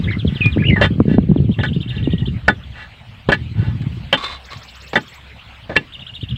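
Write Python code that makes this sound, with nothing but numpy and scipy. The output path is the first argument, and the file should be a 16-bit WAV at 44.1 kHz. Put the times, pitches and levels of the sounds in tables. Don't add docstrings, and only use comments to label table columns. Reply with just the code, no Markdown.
import sys
import numpy as np
from scipy import signal
from scipy.fft import rfft, irfft, next_fast_len
from scipy.io import wavfile
from scipy.ndimage import uniform_filter1d, map_coordinates

SR = 44100
rng = np.random.default_rng(int(sys.argv[2]) if len(sys.argv) > 2 else 0)


def unload_audio(sound):
    columns = np.transpose(np.atleast_2d(sound))
    steps = np.round(np.clip(columns, -1, 1) * 32767)
    wavfile.write(sys.argv[1], SR, steps.astype(np.int16))


N = 280917


def amp(db):
    return 10 ** (np.asarray(db) / 20)


def unit(x):
    return x / np.sqrt(np.mean(x ** 2) + 1e-20)


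def along(points, hz):
    f, db = np.transpose(points)
    return amp(np.interp(np.log(hz + 1), np.log(f), db))


def curve(rows):
    return np.interp(np.arange(N) / SR, *np.transpose(rows))


def wobble(rate, size=N):
    knots = rng.standard_normal(int(size * rate / SR) + 4)
    return map_coordinates(knots, [np.arange(size) * rate / SR])


def filtered(x, response):
    m = next_fast_len(len(x) + 8192)
    return irfft(rfft(x, m) * response(np.fft.rfftfreq(m, 1 / SR)), m)[:len(x)]


def add(out, s, x):
    part = out[max(round(s * SR), 0):][:len(x)]
    part += x[:len(part)]


def third_of_a_second():
    return np.arange(SR // 3) / SR


MODE_SPREAD_DB = 2


def modes(table, f):
    total = 0
    for k, (centre, width, db) in enumerate(table):
        strength = (-1) ** k * amp(db + rng.normal(0, MODE_SPREAD_DB))
        total = total + strength * 1j * f * width / (centre * centre - f * f + 1j * f * width)
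    return total


FAVOUR_OCTAVES = 0.24
# (frequency [Hz], relative level [dB])
SOIL_SPECTRUM = [(80, -8.5), (200, -16), (600, -12), (1500, -14.5), (3500, -19), (5000, -22.5), (8000, -25),
                 (11000, -46)]


def contact(shape, body, db, soil_db, tilt_db, grit, favoured_hz=1, favour_db=0):
    spikes = np.exp(grit * wobble(903, size=len(shape)))
    cracks = shape * unit(rng.standard_normal(len(shape)) * spikes)

    def heard(f):
        octaves_off = np.log2((f + 1) / favoured_hz)
        favour = favour_db * np.exp(-(octaves_off / FAVOUR_OCTAVES) ** 2)
        tilt = amp(tilt_db * np.log2(np.clip(f, 300, 5000) / 1700) + favour)
        radiated = 1 / (1 + (f / 5200) ** 4)
        ring = amp(20.0) * modes(body, f) * radiated
        crunch = amp(soil_db + 13.5) * along(SOIL_SPECTRUM, f)
        return tilt * (ring + crunch)

    return amp(db) * filtered(cracks, heard)


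BITE_S = .0004
CRACK, CRACK_S = 1.6, .003


def grind(length):
    t = third_of_a_second()
    bite = 1 - np.exp(-t / BITE_S)
    crack = 1 + CRACK * np.exp(-t / CRACK_S)
    stop = 1 + np.exp(np.clip((t - length) / (0.1 * length + 0.0013), -50, 50))
    return bite * crack / stop


THUD_DB, THUD_HZ, THUD_T60 = -7.5, 179, 0.16


def thud(db):
    t = third_of_a_second()
    low = unit(filtered(rng.standard_normal(len(t)), lambda f: 1 / (1 + np.log2((f + 1) / THUD_HZ) ** 4)))
    return amp(db + THUD_DB - 60 * t / THUD_T60) * (1 - np.exp(-t / 0.011)) * low


GRIT = .42
FADE_DB = 4
# (centre [Hz], width [Hz], relative level [dB])
BAR_MODES = [(560, 45, -19), (855, 41, -11.5), (1225, 25, -16.5), (1490, 33, -9), (1725, 37.5, -5.5),
             (1950, 55, -10), (2280, 53, -16.5), (2740, 63, -13), (3134, 49, -15), (3550, 36.5, -11.5),
             (4100, 31, -20.5)]
# (time [s], force [dB], crunch length [s], share of soil [dB],
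# treble slope [dB per octave], pitch lifted or damped [Hz], lift or damping [dB])
BAR_BLOWS = [(0.759, -21.5, 0.051, -15, -6, 1225, 10), (0.812, -6, 0.051, -3, -3, 3210, 5.5),
             (1.588, -19.5, 0.025, -14, -8.5, 1930, 3), (1.632, -15.5, 0.03, -5, -1, 1725, 8.5),
             (2.48, -2.5, 0.023, -5, -3.5, 3550, -2), (3.288, -7, 0.019, -3, -6, 1830, -13),
             (3.318, -7.5, 0.029, -3, -0.5, 1725, 5), (4.127, -6, 0.025, -4, -1, 3060, 12),
             (4.932, -30.5, 0.02, 12, -3, 855, 2), (4.955, -4.5, 0.024, -6, -1.5, 1980, -2.5),
             (5.695, -26, 0.042, 1.5, -6.5, 590, 7.5), (5.755, -20.5, 0.016, -8, 1, 1725, 7),
             (5.764, -7.5, 0.012, 1.5, -2, 2740, 12)]


def blows():
    out, t = np.zeros(N), third_of_a_second()
    for s, db, length, soil_db, tilt_db, favoured_hz, favour_db in BAR_BLOWS:
        shape = grind(length) * amp(-FADE_DB * t / length)
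        add(out, s, contact(shape, BAR_MODES, db, soil_db, tilt_db, GRIT, favoured_hz, favour_db))
        add(out, s, thud(db))
    return out


# (middle [s], half length [s], force [dB])
BAR_SCRAPES = [(0.413, 0.15, -33.5), (1.122, 0.058, -29.5), (1.952, 0.093, -34), (2.804, .07, -28.5),
               (3.644, 0.1, -31)]


def scrapes():
    out, t = np.zeros(N), third_of_a_second()
    for s, half, db in BAR_SCRAPES:
        swell = np.cos(np.pi / 2 * np.clip((t - half) / half, -1, 1))
        add(out, s - half, contact(swell, BAR_MODES, db, soil_db=-7.5, tilt_db=1.0, grit=0.23))
    return out


# (time [s], force [dB], length [s])
GRITTY_CLICKS = [(0.459, -27, 0.002), (3.818, -44.5, 0.012), (4.531, -32, .003)]


def clicks():
    out = np.zeros(N)
    for s, db, length in GRITTY_CLICKS:
        add(out, s, contact(grind(length), BAR_MODES, db, soil_db=10.5, tilt_db=2.0, grit=0.37))
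    return out


JERK_S = 0.0035
# (centre [Hz], width [Hz], relative level [dB])
SHOVEL_MODES = [(1110, 50, 4), (1740, 40, -5), (2130, 42, -6), (3560, 26, 2), (3980, 60, -5)]
# (time [s], length [s], force [dB])
SHOVEL_DRAGS = [(4.172, 0.095, -29.5), (4.22, 0.17, -28), (4.505, 0.093, -36.5)]


def drags():
    out, t = np.zeros(N), third_of_a_second()
    for s, length, db in SHOVEL_DRAGS:
        slide = (1 - np.exp(-t / JERK_S)) * np.clip(1 - t / length, 0, 1) ** 0.88
        stutter = slide * amp(1.6 * wobble(56.3, size=len(t)))
        add(out, s, contact(stutter, SHOVEL_MODES, db, soil_db=7.5, tilt_db=2.0, grit=0.35))
    return out


EDDIES = 170
EDDY_DB, EDDY_SPREAD_DB = 8.5, 3.5
EDDY_TOP_DB = -5
# (time [s], level [dB])
BUFFET = [(0.0, -17.5), (0.39, -20), (0.67, -10), (.94, -16.5), (1.18, -7.5), (1.26, -19.5), (1.34, -12),
          (1.88, -20.5), (2.05, -14.5), (2.54, -28), (2.86, -40), (3.16, -42.5), (3.46, -20), (4.03, -23),
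          (4.2, -40), (4.91, -48.5), (6.12, -40.5), (6.37, -22)]
# (frequency [Hz], relative level [dB])
BUFFET_SPECTRUM = [(25, -34), (60, 4), (110, 6), (240, -11), (430, -50.5), (900, -79.5)]
# (time [s], level [dB])
SLAPS = [(0.249, -1.5), (0.457, 1), (0.572, -1), (0.73, 2.5), (.982, 0), (1.002, 2), (1.08, 0.5),
         (1.114, 0), (1.143, 0), (1.182, 6), (1.295, 2.5), (1.313, 2.5), (1.361, 1), (1.402, 0),
         (1.443, -5.5), (1.493, 0.5), (1.763, -0.5), (2.074, 0), (2.135, -2), (2.219, -4.5), (2.274, -6),
         (3.864, -8.5), (6.228, -9.5)]


def wind():
    buffet_db, lumps = curve(BUFFET), amp(4.73 * wobble(25))
    rumble = filtered(rng.standard_normal(N), lambda f: along(BUFFET_SPECTRUM, f))
    out = amp(buffet_db) * unit(lumps * rumble)
    flutter = filtered(rng.standard_normal(N), lambda f: f / 380 / (1 + (f / 380) ** 6.2))
    out += amp(2.26 * buffet_db + 3) * unit(lumps ** 1.5 * flutter)
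    at = ((np.arange(EDDIES) + rng.random(EDDIES)) * N / EDDIES).astype(int)
    eddy_db = buffet_db[at] + EDDY_DB + EDDY_SPREAD_DB * rng.standard_normal(EDDIES)
    weak = zip(at / SR, np.minimum(eddy_db, EDDY_TOP_DB))
    t = np.arange(SR // 8) / SR
    for s, db in [*SLAPS, *weak]:
        pace, side = rng.standard_normal(2)
        hz = 200 * amp(0.31 * db + 1.62 * pace)
        rise = (1 - np.exp(-t * hz * 6.23 * amp(0.3 * db))) ** 2
        swirl = np.sin(2 * np.pi * hz * t / (1 + 9 * t))
        decay = np.exp(-.62 * hz * t)
        rough = amp(2.97 * wobble(500, size=len(t)))
        add(out, s, np.sign(side) * amp(db) * rise * swirl * decay * rough)
    return out


def tone(rows, overtones_db, flutter_db, hoarse):
    s, hz, db = np.transpose(rows)
    t = np.arange(s[0], s[-1], 1 / SR)
    pitch = np.interp(t, s, hz) * (1 + hoarse * wobble(1100, size=len(t)))
    phase = 2 * np.pi * np.cumsum(pitch) / SR
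    overtones = sum(amp(o) * np.sin((k + 2) * phase) for k, o in enumerate(overtones_db))
    near_top = np.clip(8 * (pitch / max(hz) - .76), 0, 1)
    wave = np.sin(phase) + near_top * overtones
    edge = np.clip(np.minimum(t - s[0], s[-1] - t) / 0.0028, 0, 1)
    level = amp(np.interp(t, s, db) + flutter_db * wobble(138.5, size=len(t)))
    return np.sqrt(2) * wave * edge * level


def trill(shape, start, gap, slowing, db, overtones_db=(), hoarse=0.018, count=1):
    out = np.zeros(N)
    for k in range(count):
        note = tone(shape, overtones_db, flutter_db=3.5, hoarse=hoarse)
        when = start + shape[0][0] + gap * k + slowing * k * k
        add(out, when, amp(db - 2.3 * (k == 0)) * note)
    return out


# first note [s], gap [s], slowing [s per note squared]
FIRST, SECOND, THIRD = (.031, .0755, .0009), (1.513, .0712, .0003), (5.921, .0705, .0004)
QUICK = (4.437, .0585, .00038)
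LEAD_IN, AFTER, LATE = (1.21, .075, 0), (2.54, .085, 0), (5.365, .085, 0)
SMEAR = .016
# (time after the start [s], pitch [Hz], relative level [dB])
FALLING_NOTE = [(0, 4100, -8), (.008, 3870, -9), (.014, 3430, 0.5), (.021, 3220, 1), (.028, 2800, -3.5),
                (.04, 2320, -21.5)]
# (time after the start [s], pitch [Hz], relative level [dB])
ARCHING_NOTE = [(0, 2750, -4), (.007, 3300, -3), (.011, 3540, -4.5), (.012, 4156, -20.5),
                (.017, 3600, -3.5), (.023, 3675, -6.5), (.031, 2830, -1.5), (.04, 2773, -3.5)]
# (time after the start [s], pitch [Hz], relative level [dB])
RISING_NOTE = [(0, 5500, 12), (.007, 5200, 2), (.012, 3450, 6.5), (.022, 6500, 8), (.033, 7800, 3.5),
               (.052, 7700, -3.5)]
# (time after the start [s], pitch [Hz], relative level [dB])
HIGH_LINE = [(.012, 13900, 1), (.054, 13200, -11)]


def trills():
    out = trill(FALLING_NOTE, *FIRST, db=-32, overtones_db=(-24, -22), count=7)
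    out += trill(ARCHING_NOTE, *SECOND, db=-32, hoarse=0.034, overtones_db=(-18, -20), count=11)
    out += trill(ARCHING_NOTE, *THIRD, db=-31.5, hoarse=.025, overtones_db=(-18, -20), count=7)
    out += trill(RISING_NOTE, *QUICK, db=-49, overtones_db=(-15,), hoarse=SMEAR, count=12)
    out += trill(HIGH_LINE, *QUICK, db=-53.5, hoarse=0.044, count=12)
    out += trill(FALLING_NOTE, *LEAD_IN, db=-49.5, count=4)
    out += trill(FALLING_NOTE, *AFTER, db=-47.5, count=3)
    out += trill(FALLING_NOTE, *LATE, db=-49.5, count=4)
    return out


HOARSE, STEADY_S = 0.047, 0.06
# (time [s], length [s], from pitch [Hz], to pitch [Hz],
# slur time constant [s], negative when the note bends away at its end, level [dB])
WARBLED_NOTES = [(0.073, 0.036, 1544, 2200, 0.0072, -29), (0.109, 0.04, 1414, 2145, 0.01, -27.5),
                 (0.406, 0.072, 3110, 2434, 0.0062, -20.5), (0.577, 0.047, 1315, 2440, 0.0085, -31.5),
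                 (0.62, 0.017, 1860, 1700, 0.006, -30), (0.636, 0.059, 1900, 2924, 0.013, -24.5),
                 (0.684, 0.028, 2930, 1695, .025, -23), (0.718, 0.071, 2086, 2121, -.026, -25.5)]


def warbler():
    out = np.zeros(N)
    for s, length, from_hz, to_hz, slur, db in WARBLED_NOTES:
        t = np.linspace(0, length, 16)
        pitch = to_hz + (from_hz - to_hz) * np.exp(-t / slur)
        note = np.transpose([t, pitch, db + 0 * t])
        hoarse = HOARSE / (1 + (length / STEADY_S) ** 4)
        add(out, s, tone(note, (), flutter_db=4, hoarse=hoarse))
    return out


# (time [s], length [s], from pitch [Hz], to pitch [Hz], level [dB])
FAR_WHISTLES = [(2.027, 0.21, 1896, 1906, -49.5), (2.782, .1, 9140, 6560, -68)]


def whistles():
    out = np.zeros(N)
    for s, length, from_hz, to_hz, db in FAR_WHISTLES:
        glide = [(0, from_hz, db), (length, to_hz, db)]
        add(out, s, tone(glide, (), flutter_db=5.5, hoarse=0.0019))
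    return out


def trees(x, t60):
    t = third_of_a_second()
    tail = rng.standard_normal(len(t)) * amp(-60 * t / t60) * (t > .006)
    return signal.fftconvolve(x, tail / np.linalg.norm(tail))[:N]


# (time [s], level [dB])
HISS_LEVEL = [(0, -42), (.8, -43), (1.3, -49.5), (1.6, -46), (3.5, -45), (4.2, -42.5), (5, -42),
              (6.37, -46)]
# (frequency [Hz], relative level [dB])
HISS_SPECTRUM = [(45, -29), (100, 4.5), (300, -13), (600, -6), (1500, -7), (3100, -4.5), (4300, -15),
                 (5400, -17.5), (8000, -17), (9500, -26.5)]


def grass():
    z = signal.stft(rng.standard_normal(N + 512), nperseg=512)[2]
    patches = uniform_filter1d(rng.standard_normal(z.shape), size=5, axis=0)
    patches = uniform_filter1d(patches, size=8, axis=1)
    noise = signal.istft(z * amp(3.7 * unit(patches)), nperseg=512)[1][:N]
    return amp(curve(HISS_LEVEL)) * unit(filtered(noise, lambda f: along(HISS_SPECTRUM, f)))


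# (time [s], level [dB])
DRONE_LEVEL = [(4.1, -46), (4.3, -36), (4.85, -36), (5.1, -44)]


def drone():
    hum = unit(filtered(rng.standard_normal(N), lambda f: 1 / (1 + ((f - 66) / 4) ** 4)))
    return amp(curve(DRONE_LEVEL)) * hum


def scene():
    steel = blows() + scrapes() + clicks() + drags()
    song = trills() + warbler() + whistles()
    near = steel + amp(-18.5) * trees(steel, t60=0.093)
    far = song + amp(-6.0) * trees(song, t60=0.091)
    return (near + far + wind() + grass() + drone())[None]


TOP_HZ = 15830
# (frequency [Hz], level [dB])
CASE_RESPONSE = [(4400, 0), (6000, -12)]


def record(dry):
    port = filtered(dry[0], lambda f: (1j * f / (52 + 1j * f)) ** 2)
    held = port / (1 + np.abs(port / .99) ** 8) ** (1 / 8)
    return filtered(held, lambda f: (f < TOP_HZ) * along(CASE_RESPONSE, f))[None]


dry = scene()
out = record(dry)
unload_audio(out)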